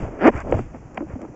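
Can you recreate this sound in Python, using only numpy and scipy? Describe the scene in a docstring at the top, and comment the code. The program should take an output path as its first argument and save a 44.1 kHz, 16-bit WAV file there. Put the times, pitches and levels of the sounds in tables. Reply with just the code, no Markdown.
"""A toothed snowboard-binding strap zips through its buckle, each tooth snapping past the pawl
faster than the last. Plastic parts click and ring the buckle and frame. A glove rubs over snow and
cloth, snow crystals tick and the arm bumps softly. A jacket stirs and faint wind rumbles on a
close, dull, body-worn microphone."""
import sys
import numpy as np
from scipy import signal
from scipy.fft import rfft, irfft, next_fast_len
from scipy.io import wavfile
from scipy.ndimage import uniform_filter1d

SR = 44100
rng = np.random.default_rng(int(sys.argv[2]) if len(sys.argv) > 2 else 0)


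def int16_out(signal):
    """Quantize to a 16-bit WAV file."""
    q = np.round(np.clip(np.atleast_2d(signal).T, -1, 1) * 32767)
    wavfile.write(sys.argv[1], SR, q.astype(np.int16))


N = 59535


def undb(db):
    """Decibels to gain."""
    return 10 ** (np.asarray(db) / 20)


def unit(x):
    """Scale to rms 1."""
    return x / np.sqrt(np.mean(x ** 2) + 1e-20)


def since(start_s):
    """Seconds since start_s, zero before it."""
    return np.maximum(np.arange(N) / SR - start_s, 0)


def curve(table, column=1):
    """One table column, linearly interpolated over time."""
    rows = np.array(table)
    return np.interp(np.arange(N) / SR, rows[:, 0], rows[:, column])


def colour(x, points):
    """Minimum-phase filter through (freq_hz, gain_db) points."""
    size = 2 * next_fast_len(N)
    hz, db = np.array(points, float).T
    bins_hz = np.maximum(np.arange(size // 2 + 1) * SR / size, 1)
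    gain = undb(np.interp(np.log(bins_hz), np.log(hz), db))
    cepstrum = irfft(np.log(gain))
    cepstrum[1:size // 2] *= 2
    cepstrum[size // 2 + 1:] = 0
    return irfft(rfft(x, size) * np.exp(rfft(cepstrum)))[:N]


def drift(rate_hz):
    """Smooth random fluctuation, rms 1."""
    hold = int(SR / rate_hz)
    steps = np.repeat(rng.standard_normal(N)[:N // hold + 1], hold)
    return unit(uniform_filter1d(uniform_filter1d(steps, hold), hold)[:N])


def grains(rate_per_s=3100, scatter_db=0.5):
    """Friction: dense tiny slips of random sign and slightly uneven strength."""
    slips = rng.random(N) < rate_per_s / SR
    signs = rng.choice([-1, 1], N)
    return slips * signs * undb(scatter_db * np.minimum(rng.exponential(size=N), 5))


def ring(start_s, modes, rise_s):
    """Damped modes (freq_hz, level_db, t60_s) of alternating sign, building during contact; peak 1."""
    age_s = since(start_s)[:int((start_s + .3) * SR)]
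    y = np.zeros(len(age_s))
    for k, (hz, db, t60_s) in enumerate(modes):
        decay = np.exp(-np.log(1000) * age_s / t60_s)
        y += (-1) ** k * undb(db) * np.sin(2 * np.pi * hz * age_s) * decay
    y *= 1 - np.exp(-age_s / rise_s)
    return np.pad(y / np.abs(y).max(), (0, N - len(y)))


def at_pitch(modes, pitch_hz):
    """Mode ratios to frequencies."""
    return [(pitch_hz * ratio, db, t60_s) for ratio, db, t60_s in modes]


def wind(swing_db=4):
    """Gusts rumble on the microphone."""
    # time_s, level_db
    levels = [(.02, -33.5), (.09, -39), (.3, -38), (.36, -36), (.43, -41), (.5, -34), (.59, -30.5),
              (.68, -43), (.92, -45), (1.1, -39), (1.35, -46)]
    # freq_hz, gain_db
    spectrum = [(15, -7.5), (35, -3.5), (70, -4), (120, -5.5), (200, -12.5), (500, -39.5)]
    rumble = unit(colour(rng.standard_normal(N), spectrum))
    return rumble * undb(curve(levels) + swing_db * drift(rate_hz=7.9))


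def jacket(level_db=-46.5, swing_db=1):
    """Jacket cloth stirs in constant quiet friction."""
    # freq_hz, gain_db
    spectrum = [(60, -8.5), (150, -3.5), (280, 1.5), (450, -8), (700, -9), (1100, -16.5), (2300, -27.5),
                (3200, -33), (5000, -36.5)]
    return unit(colour(grains(), spectrum)) * undb(level_db + swing_db * drift(rate_hz=34.71))


def bumps(t60_s=0.057):
    """Soft arm bumps, each one low, quickly damped mode."""
    # start_s, peak_db, pitch_hz
    hits = [(0.352, -17.5, 73), (0.545, -12.5, 108), (0.564, -27, 91), (0.852, -32, 119), (1.091, -35, 180),
            (1.137, -22.5, 81.5), (1.299, -34.5, 136)]
    return sum(undb(db) * ring(start_s, [(hz, 0, t60_s)], rise_s=0.0015) for start_s, db, hz in hits)


def crystals(decay_s=0.002):
    """Snow crystals break under the glove in short bright noise bursts."""
    # start_s, relative_db
    ticks = [(0.272, -15), (0.277, -14), (0.296, -30), (0.301, -36), (0.355, -26), (0.376, -24),
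             (0.403, -18), (.513, -25.5), (0.55, -26), (0.945, -32), (1.216, -27.5)]
    # freq_hz, gain_db
    spectrum = [(1500, -29.5), (3000, -17.5), (5000, -12), (7300, -10.5), (9000, -15.5)]
    bursts = np.zeros(N)
    for start_s, db in ticks:
        age_s = since(start_s)
        bursts += undb(db) * (age_s > 0) * np.exp(-age_s / decay_s)
    return bursts * unit(colour(rng.standard_normal(N), spectrum)) / 2


def glove(swell_exponent=0.69):
    """Each stroke swells and fades: a dull rub on snow, a brighter rustle of cloth."""
    # start_s, length_s, rub_db, rustle_db
    strokes = [(-.012, 0.11, -31.5, -45.5), (0.075, 0.2, -36.5, -49.5), (0.314, 0.07, -36.5, -37),
               (0.356, 0.076, -42.5, -33.5), (0.435, 0.12, -30, -53.5), (0.516, .1, -30, -46),
               (.587, 0.011, -28.5, -37), (0.608, .1, -54.5, -62), (0.73, 0.047, -41, -52),
               (0.933, 0.1, -40.5, -51), (1.075, 0.076, -41, -49.5), (1.182, 0.084, -37.5, -58.5),
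               (1.305, 0.13, -43, -58)]
    # freq_hz, gain_db
    rub_spectrum = [(40, -28), (150, -3), (300, 2.5), (600, -1), (900, -10.5), (1400, -20), (3000, -49)]
    # freq_hz, gain_db
    rustle_spectrum = [(250, -15), (700, -0.5), (1000, -1), (1500, -3), (2400, -7), (3200, -19.5),
                       (7000, -17.5)]
    rub_gain, rustle_gain = np.zeros(N), np.zeros(N)
    for start_s, length_s, rub_db, rustle_db in strokes:
        progress = np.minimum(since(start_s) / length_s, 1)
        swell = np.abs(np.sin(np.pi * progress)) ** swell_exponent
        rub_gain += undb(rub_db) * swell
        rustle_gain += undb(rustle_db) * swell
    rub = rub_gain * unit(colour(grains(), rub_spectrum))
    rustle = rustle_gain * unit(colour(grains(), rustle_spectrum))
    return rub + rustle


def clicks(crack_re_pawl_db=-13.5, crack_decay_s=0.0011):
    """Plastic impacts: the pawl cracks and ticks, the buckle knocks, the frame rings low."""
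    # The hand's grip shifts the pitches.
    # start_s, frame_hz, frame_db, buckle_hz, buckle_db, pawl_db
    hits = [(.291, 237, -19.5, 573, -9, -44), (.498, 267, -27.5, 515, -36, -54),
            (.523, 300, -16.5, 553, -6.5, -19), (0.5404, 252, -29, 620, -15.5, -37.5),
            (0.5495, 248.5, -22, 516, -28, -34), (0.5907, 302, -26.5, 459, -17.5, -38),
            (0.598, 241, -29.5, 393, -39, -66), (.746, 240.6, -35, 670, -31.5, -42.5),
            (.9735, 208, -31, 940, -31, -23), (.976, 225, -27.5, 766, -16.5, -19.5),
            (1.005, 300.3, -19.5, 1040, -31, -46), (1.0184, 320, -40, 946, -35, -53),
            (1.023, 317, -21, 513, -30.5, -67), (1.068, 294, -48, 600, -38, -58),
            (1.155, 252.4, -24, 575, -30, -48), (1.216, 310, -37, 560, -34, -39),
            (1.228, 322.7, -30, 585, -46, -48), (1.2492, 297, -33, 961, -32, -51),
            (1.285, 238, -40.5, 306, -32.5, -61)]
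    # pitch_ratio, level_db, t60_s
    frame_modes = [(.78, -12, .06), (1, 0, .095), (1.16, -9, .07), (1.85, -11, .08)]
    # pitch_ratio, level_db, t60_s
    buckle_modes = [(.82, 2.5, 0.023), (1, 2, 0.033), (1.33, 0.5, 0.02), (1.75, -11, 0.027),
                    (2.4, -14, .018)]
    # freq_hz, level_db, t60_s
    pawl_modes = [(1590, 4.5, 0.004), (1834, -4, 0.017), (2175, 1.5, 0.0071), (2667, -8, 0.01),
                  (3000, -4, .009), (4710, -13, 0.0057)]
    out = np.zeros(N)
    for start_s, frame_hz, frame_db, buckle_hz, buckle_db, pawl_db in hits:
        age_s = since(start_s)
        burst = (age_s > 0) * np.exp(-age_s / crack_decay_s)
        crack = undb(crack_re_pawl_db) * rng.standard_normal(N) * burst
        out += undb(frame_db) * ring(start_s, at_pitch(frame_modes, frame_hz), rise_s=0.0017)
        out += undb(buckle_db) * ring(start_s, at_pitch(buckle_modes, buckle_hz), rise_s=0.00083)
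        out += undb(pawl_db) * (ring(start_s, pawl_modes, rise_s=0.00023) + crack)
    return out


def strap(rate_jitter=.045, scatter_db=1.6, scrape_decay_teeth=1):
    """Teeth snap past the pawl at a rising rate, each followed by a short scrape."""
    # time_s, teeth_per_s
    pull_speed = [(.2, 137.6), (.225, 166), (.24, 232), (.255, 250), (.267, 323), (.28, 327), (.292, 480),
                  (.3, 525)]
    # time_s, teeth_db, scrape_db
    pull_levels = [(.19, -52, -40), (.203, -41.5, -37), (.217, -21.5, -25.5), (.249, -19, -21),
                   (.257, -8.5, -21.5), (.272, -15.5, -13), (.281, -6, -14), (.291, -14.5, -23),
                   (.297, -32, -37), (.304, -23, -44)]
    # freq_hz, gain_db
    tooth_spectrum = [(40, -37), (130, -22), (210, 1.5), (370, -0.5), (500, -4.5), (640, -4), (740, -5),
                      (950, -14.5), (1700, -20.5), (2500, -25), (3500, -44.5)]
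    # freq_hz, gain_db
    scrape_spectrum = [(150, -19), (450, 23.5), (800, 2), (1200, 14.5), (1800, 11), (2500, 0), (3200, -0.5),
                       (4800, -4.5), (7000, -22.5)]
    teeth_per_s = curve(pull_speed)
    travel_teeth = np.cumsum(teeth_per_s * (1 + rate_jitter * drift(rate_hz=250))) / SR
    tooth = travel_teeth.astype(int)
    strength = undb(scatter_db * rng.standard_normal(N)[tooth])
    snaps = np.diff(tooth, prepend=0) * strength / np.sqrt(teeth_per_s)  # power independent of rate
    buzz = colour(snaps * undb(curve(pull_levels)), tooth_spectrum)
    buzz /= np.std(colour(snaps, tooth_spectrum))
    scrape_decay = np.exp(-(travel_teeth % 1) / scrape_decay_teeth)
    scrape = unit(colour(rng.standard_normal(N) * scrape_decay, scrape_spectrum))
    scrape *= undb(curve(pull_levels, column=2))
    time_s = np.arange(N) / SR
    pulling = (time_s > pull_levels[0][0]) & (time_s < pull_levels[-1][0])
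    return pulling * (buzz + scrape)


def scene():
    """Close, dry mono mix: snow gives no echo."""
    return (strap() + clicks() + bumps() + glove() + crystals() + wind() + jacket())[None]


def record(dry, ceiling=.8, hiss_db=-68.5, cutoff_hz=7900):
    """The microphone rounds peaks and dulls the treble; faint hiss and a steep low-pass follow."""
    # freq_hz, gain_db
    mic_response = [(2500, 1), (3100, -6), (3600, -16), (4050, -32.5), (4600, -15.5), (5500, -13.5),
                    (7500, -11), (9000, -38)]
    # freq_hz, gain_db
    hiss_spectrum = [(2500, -32), (4200, -15), (4800, -9), (6000, 0.5), (7200, 1), (8000, -19)]
    rounded = dry[0] / (1 + (dry[0] / ceiling) ** 4) ** .25
    hiss = undb(hiss_db) * unit(colour(rng.standard_normal(N), hiss_spectrum))
    lowpass = signal.ellip(10, .2, 80, cutoff_hz, fs=SR, output="sos")
    return signal.sosfilt(lowpass, colour(rounded, mic_response) + hiss)[None]


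dry = scene()
out = record(dry)
int16_out(out)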